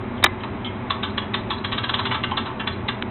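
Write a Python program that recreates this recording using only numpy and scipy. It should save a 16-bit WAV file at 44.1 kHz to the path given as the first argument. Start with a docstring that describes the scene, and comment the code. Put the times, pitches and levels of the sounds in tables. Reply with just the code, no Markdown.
"""Hand winch in a workshop yard

Machinery drones behind a cranked winch. Early on, one hard clack of steel overloads the microphone.
The pawl drops over the ratchet teeth slowly, in a quick run, then slowly again, ringing wheel and frame.
The hanging load clinks and knocks as it shifts, and one dry tick sounds close by at the end.
The small recorder keeps little above 4 kHz, apart from the spit of its own overload."""
import sys
import numpy as np
from scipy import signal
from scipy.fft import rfft, irfft, next_fast_len
from scipy.io import wavfile

SR = 44100
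rng = np.random.default_rng(int(sys.argv[2]) if len(sys.argv) > 2 else 0)


def unload_wav(signal):
    """Save mono or channel-first audio to the path in sys.argv[1] as 16-bit WAV at rate SR, clipped to [-1, 1]."""
    wavfile.write(
        sys.argv[1],
        SR,
        np.round(np.clip(np.atleast_2d(signal).T, -1, 1) * 32767).astype(np.int16),
    )


N = 136710
TIME, BLOW_TIME = np.arange(N) / SR, np.arange(SR // 2) / SR


def from_db(db):
    """Decibels to gain."""
    return 10 ** (np.asarray(db) / 20)


def unit(x):
    """Scale to an energy of one."""
    return x / np.sqrt(np.sum(x ** 2) + 1e-20)


def shaped(x, gain_at):
    """Filter by a gain that is a function of frequency."""
    size = next_fast_len(len(x) + SR // 4)
    return irfft(rfft(x, size) * gain_at(np.fft.rfftfreq(size, 1 / SR) + 1e-6), size)[:len(x)]


def curve(points):
    """Gain function through (frequency_hz, gain_db) points."""
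    hz, db = np.transpose(points)
    return lambda f: from_db(np.interp(np.log(f), np.log(hz), db))


def noise(gain_at):
    """Coloured noise of rms one."""
    return unit(shaped(rng.standard_normal(N), gain_at)) * np.sqrt(N)


def add(out, start_s, level_db, sound):
    """Place a blow; its level is that of its energy packed into a hundredth of a second."""
    start = int(start_s * SR)
    part = unit(sound)[:N - start]
    out[start:start + len(part)] += from_db(level_db) * np.sqrt(SR / 100) * part


def contact(chatter_s, touch=1, rise_s=0.00031, impacts_per_s=5000):
    """A first touch, then tiny impacts that build and die; a firmer touch rings more cleanly."""
    impacts = rng.standard_normal(len(BLOW_TIME)) * (rng.random(len(BLOW_TIME)) < impacts_per_s / SR)
    force = unit(impacts * np.exp(-BLOW_TIME / chatter_s) * (1 - np.exp(-BLOW_TIME / rise_s)))
    force[0] += 0.23 * touch
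    return force


def ring(force, modes, tilt_db_per_octave=0, scatter_db=1.5, detune=0.012):
    """Modes rung by a force; no two blows land alike, so strength and pitch scatter."""
    out = 0
    for hz, db, t60_s in modes:
        strength, pitch, side = rng.uniform(-1, 1, 3)
        radius = from_db(-60 / (t60_s * SR))
        angle = 2 * np.pi * hz * (1 + detune * pitch) / SR
        mode = signal.lfilter([1, 0, -1], [1, -2 * radius * np.cos(angle), radius ** 2], force + 1e-18)
        gain = from_db(db + scatter_db * strength + tilt_db_per_octave * np.log2(hz / modes[0][0]))
        out = out + np.sign(side) * gain * unit(mode)
    return unit(out)


def crack(force, low_hz=950, high_hz=4600):
    """The toneless snap of the contact itself."""
    band = signal.butter(2, [low_hz, high_hz], "band", fs=SR, output="sos")
    return unit(signal.sosfilt(band, force + 1e-18))


def focused(modes, focus_hz, fall_db_per_octave):
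    """Where a body is hit decides which modes answer most: those near focus_hz."""
    return [(hz, db - fall_db_per_octave * abs(np.log2(hz / focus_hz)), t60_s) for hz, db, t60_s in modes]


# Broad workshop noise around the microphone: frequency_hz, gain_db
YARD_SPECTRUM = [(20, -12.5), (60, 0.5), (170, 2), (300, -6), (480, -2.5), (700, -3.5), (1050, -2),
                 (1500, -8.5), (2300, -11), (3300, -20), (4100, -21.5)]
# Rumbling machine resonances: pitch_hz, width_hz, rms_db
RUMBLE_BANDS = [(52, 14, -50.5), (103, 14, -38.5), (207.6, 9, -39), (240.7, 14, -37.5), (300.5, 27, -43),
                (363, 6, -43.5), (391, 12, -44.5), (867, 26, -46)]
# Machine hum: pitch_hz, rms_db
HUM_LINES = [(90.5, -42.5), (119.8, -40.5), (391.5, -46.5), (645, -50)]


def machinery(yard_db=-34.5, waver_db=2, waver_hz=4):
    """Machines in the background: rumbling resonances and wavering hum over broad noise."""
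    out = from_db(yard_db) * noise(curve(YARD_SPECTRUM))
    for pitch_hz, width_hz, rms_db in RUMBLE_BANDS:
        out += from_db(rms_db) * noise(lambda f: 1 / (1 + ((f - pitch_hz) / (1.35 * width_hz)) ** 2))
    for pitch_hz, rms_db in HUM_LINES:
        waver = noise(lambda f: 1 / (1 + (f / waver_hz) ** 2))
        hum = np.sqrt(2) * np.sin(2 * np.pi * (pitch_hz * TIME + rng.random()))
        out += from_db(rms_db + waver_db * waver) * hum
    return out


# Modes of the loose metal: pitch_hz, level_db, t60_s
LOOSE_METAL_MODES = [(1300, -1.5, .2), (2169, -2, 0.15), (2450, -8, .1), (3046, -4.5, .06), (3031, -2, .07),
                     (3130, 0, .06), (3260, -3, .15), (3290, -0.5, .015)]
# Light touches at the load: start_s, level_db
CLINK_HITS = [(.175, -41.5), (.404, -39.5), (.647, -28), (.66, -30.5), (2.312, -30)]


def clinks(snap_db=-6.5):
    """Loose metal touches and rings as the load shifts."""
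    out = np.zeros(N)
    for start_s, level_db in CLINK_HITS:
        force = contact(chatter_s=0.0092)
        clink = ring(force, LOOSE_METAL_MODES) + from_db(snap_db) * crack(force, 2700, 3570)
        add(out, start_s, level_db, clink)
    return out


# Modes of the clacking steel: pitch_hz, level_db, t60_s
STEEL_MODES = [(360, -9.5, 0.038), (790, -2.5, .018), (974, -1, .018), (1150, 1, .02), (1730, -0.5, .022),
               (1945, -0.5, .018), (2285, -7, 0.0197), (2410, -6.5, 0.022), (3090, -10.5, .02),
               (3720, -1, 0.0095), (1023, -17, .25), (1642, -16.5, 0.49), (2056, -13.5, .3)]
# Touch, hard blow and rebound: start_s, level_db, tilt_db_per_octave, chatter_s
CLACK_HITS = [(.2283, -24, 0.5, 0.0019), (.238, -17, 19.5, .003), (0.2403, -8.5, 10, .002),
              (.2432, -7, 0, .0015), (.2598, -21, 12.5, 0.0036), (.2628, -19, -1, 0.0026)]


def clack(snap_db=-8, thud_db=-15):
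    """Steel snaps against steel, bright at first, then with its whole body, and rebounds."""
    out = np.zeros(N)
    for start_s, level_db, tilt, chatter_s in CLACK_HITS:
        force = contact(chatter_s, touch=3)
        add(out, start_s, level_db, ring(force, STEEL_MODES, tilt) + from_db(snap_db) * crack(force))
        thud = crack(contact(chatter_s=0.011), 202, 753)
        add(out, start_s, level_db + thud_db - tilt, thud)   # brighter blows carry less body
    return out


# Modes of the load's panels: pitch_hz, level_db, t60_s
PANEL_MODES = [(820, -3.5, .07), (898, 2.5, 0.044), (977, -0.5, 0.036), (1053, -2.5, 0.071),
               (1100, 2.5, .09)]
# Blows on the hanging load: start_s, level_db, focus_hz, snap_db
KNOCK_HITS = [(.436, -26, 1048, 0.5), (2.313, -20.5, 870, -11.5)]


def knocks():
    """The shifting load knocks, rough and dull, on its panels."""
    out = np.zeros(N)
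    for start_s, level_db, focus_hz, snap_db in KNOCK_HITS:
        force = contact(chatter_s=0.008, touch=2.1)
        panels = ring(force, focused(PANEL_MODES, focus_hz, fall_db_per_octave=16))
        add(out, start_s, level_db, panels + from_db(snap_db) * crack(force))
    return out


# Modes of the winch's pawl, ratchet wheel and frame: pitch_hz, level_db, t60_s
PAWL_MODES = [(3281, -7, 0.047), (3292, 2.5, 0.016), (3513, 4, 0.026), (3670, -7, .1), (3752, -2.5, 0.011),
              (3830, -7, 0.041), (4090, -7.5, .15)]
WHEEL_MODES = [(1542, 2.5, .028), (1737, -0.5, 0.033), (1897, -3, .025), (2244, -6.5, 0.12),
               (2736, -4.5, 0.12), (2833, 0.5, .06), (3064, -0.5, 0.04)]
FRAME_MODES = [(890, -4.5, 0.23), (1015, -7, 0.15), (1129.3, 0.5, 0.096), (1187, -4, .04),
               (1313, -2.5, 0.15)]
# The pawl drops off a tooth: start_s, level_db, wheel_db, frame_db, focus_hz, grit_db, chatter_s
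# Wheel and frame are relative to the pawl's level, grit to the frame's ping.
PAWL_DROPS = [(.905, -20, -3, 1.5, 1106, -12, 0.0081), (1.032, -22, -1.5, -3, 1160, -4, 0.014),
              (1.179, -20.5, -1.5, -4, 1078, -5.5, 0.0053), (1.342, -20.5, 0, -2, 1134, -3.5, 0.0081),
              (1.505, -22, -3, 1, 1034, -6.5, 0.015), (1.645, -23, -1.5, -3, 1030, -4, 0.0069),
              (1.721, -22, -1.5, -3.5, 1200, -2.5, 0.015), (1.781, -21, -3.5, -5.5, 1230, 0, .008),
              (1.838, -22, -1.5, -3.5, 1080, -1.5, 0.0096), (1.893, -20.5, -1.5, -1.5, 1006, 3.5, .012),
              (1.94, -17.5, -3.5, -4.5, 956, 4, 0.0097), (1.991, -21, -3, 0, 968, -1, 0.014),
              (2.053, -22.5, -.5, -2, 880, -1, 0.015), (2.112, -25, 5, 4, 983, 2.5, .011),
              (2.144, -24, 2, 2.5, 1217, 2.5, .0092), (2.237, -23.5, 3.5, -1, 1200, -2, 0.0064),
              (2.373, -19, -3.5, -3, 1160, -3.5, .0075), (2.458, -32.5, 3, 7.5, 986, 1, 0.021),
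              (2.597, -36, 11, 7.5, 1090, 2.5, .011), (2.674, -21, -1.5, -5, 1090, -1, .0075),
              (2.885, -21, 0, -3, 1080, -4, 0.00517)]


def ratchet(scrape_s=0.0045, scrape_db=-12.5, pawl_snap_db=1.5, wheel_snap_db=1):
    """The pawl scrapes up each tooth, drops and chatters on the wheel; the frame pings or rattles."""
    out = np.zeros(N)
    for start_s, level_db, wheel_db, frame_db, focus_hz, grit_db, chatter_s in PAWL_DROPS:
        force = contact(chatter_s)
        add(out, start_s - scrape_s, level_db + scrape_db, crack(contact(scrape_s), 2000, 4500))
        # Wide scatter: each tooth favours other modes of pawl and wheel.
        pawl = ring(force, PAWL_MODES, scatter_db=4) + from_db(pawl_snap_db) * crack(force, 3153, 4530)
        wheel = ring(force, WHEEL_MODES, scatter_db=4) + from_db(wheel_snap_db) * crack(force, 1270, 3270)
        # The less grit, the purer the ping.
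        ping_modes = focused(FRAME_MODES, focus_hz, fall_db_per_octave=24.5 - 2 * grit_db)
        ping = ring(contact(chatter_s, touch=2 * from_db(-grit_db)), ping_modes)
        frame = ping + from_db(grit_db) * crack(force, 820, 1460)
        add(out, start_s, level_db, pawl)
        add(out, start_s, level_db + wheel_db, wheel)
        add(out, start_s, level_db + frame_db, frame)
    return out


# Faint jingles at the winch: start_s, level_db
JINGLE_HITS = [(1.098, -40.5), (1.395, -43), (1.532, -36.5), (1.577, -35), (1.67, -36.5), (2.725, -34.5)]


def jingles(pitch_hz=4000, t60_s=0.033):
    """Light chatter rings one thin, high mode between the teeth."""
    out = np.zeros(N)
    for start_s, level_db in JINGLE_HITS:
        add(out, start_s, level_db, ring(contact(chatter_s=0.011), [(pitch_hz, 0, t60_s)]))
    return out


def tick(start_s=3.0238, level_db=-24):
    """A tiny snap with no ring, close to the microphone."""
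    out = np.zeros(N)
    add(out, start_s, level_db, crack(contact(chatter_s=0.0015), 1300, 4580))
    return out


# Tone of the sound coming back off the walls: frequency_hz, gain_db
WALL_COLOUR = [(300, -12.5), (1100, 0), (2200, -1), (3800, -6)]


def reflections(x, t60_s=0.32, build_s=0.0075):
    """Diffuse echoes from the yard walls build up at the microphone and die away."""
    decay = from_db(-60 * BLOW_TIME / t60_s)
    build = 1 - np.exp(-BLOW_TIME / build_s)
    echoes = unit(rng.standard_normal(len(BLOW_TIME)) * decay * build)
    return shaped(signal.fftconvolve(x, echoes)[:N], curve(WALL_COLOUR))


def scene(winch_send_db=-5.5, clack_send_db=-28):
    """The yard from one microphone: winch and load with their echoes, the clack almost dry."""
    winch = ratchet() + jingles() + knocks() + clinks()
    steel = clack()
    walls = reflections(from_db(winch_send_db) * winch + from_db(clack_send_db) * steel)
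    return (winch + steel + tick() + walls + machinery())[None]


def record(dry, band_edge_hz=4045, edge_width_hz=54, ceiling=0.66, spit_s=0.0002, stopband_hz=16000):
    """A small narrow-band mono recorder that clips, with one sharp spit placed at the clack's peak."""
    narrow = shaped(dry[0], lambda f: .5 - .5 * np.tanh((f - band_edge_hz) / (2 * edge_width_hz)))
    clipped = np.clip(narrow, -ceiling, ceiling)
    spit = crack(np.exp(-BLOW_TIME / spit_s), 7500, 14000)
    add(clipped, start_s=0.2423, level_db=-21.5, sound=spit)
    lowpass = signal.cheby2(20, 60, stopband_hz, fs=SR, output="sos")
    return signal.sosfilt(lowpass, np.clip(clipped, -ceiling, ceiling))[None]


dry = scene()
out = record(dry)
unload_wav(out)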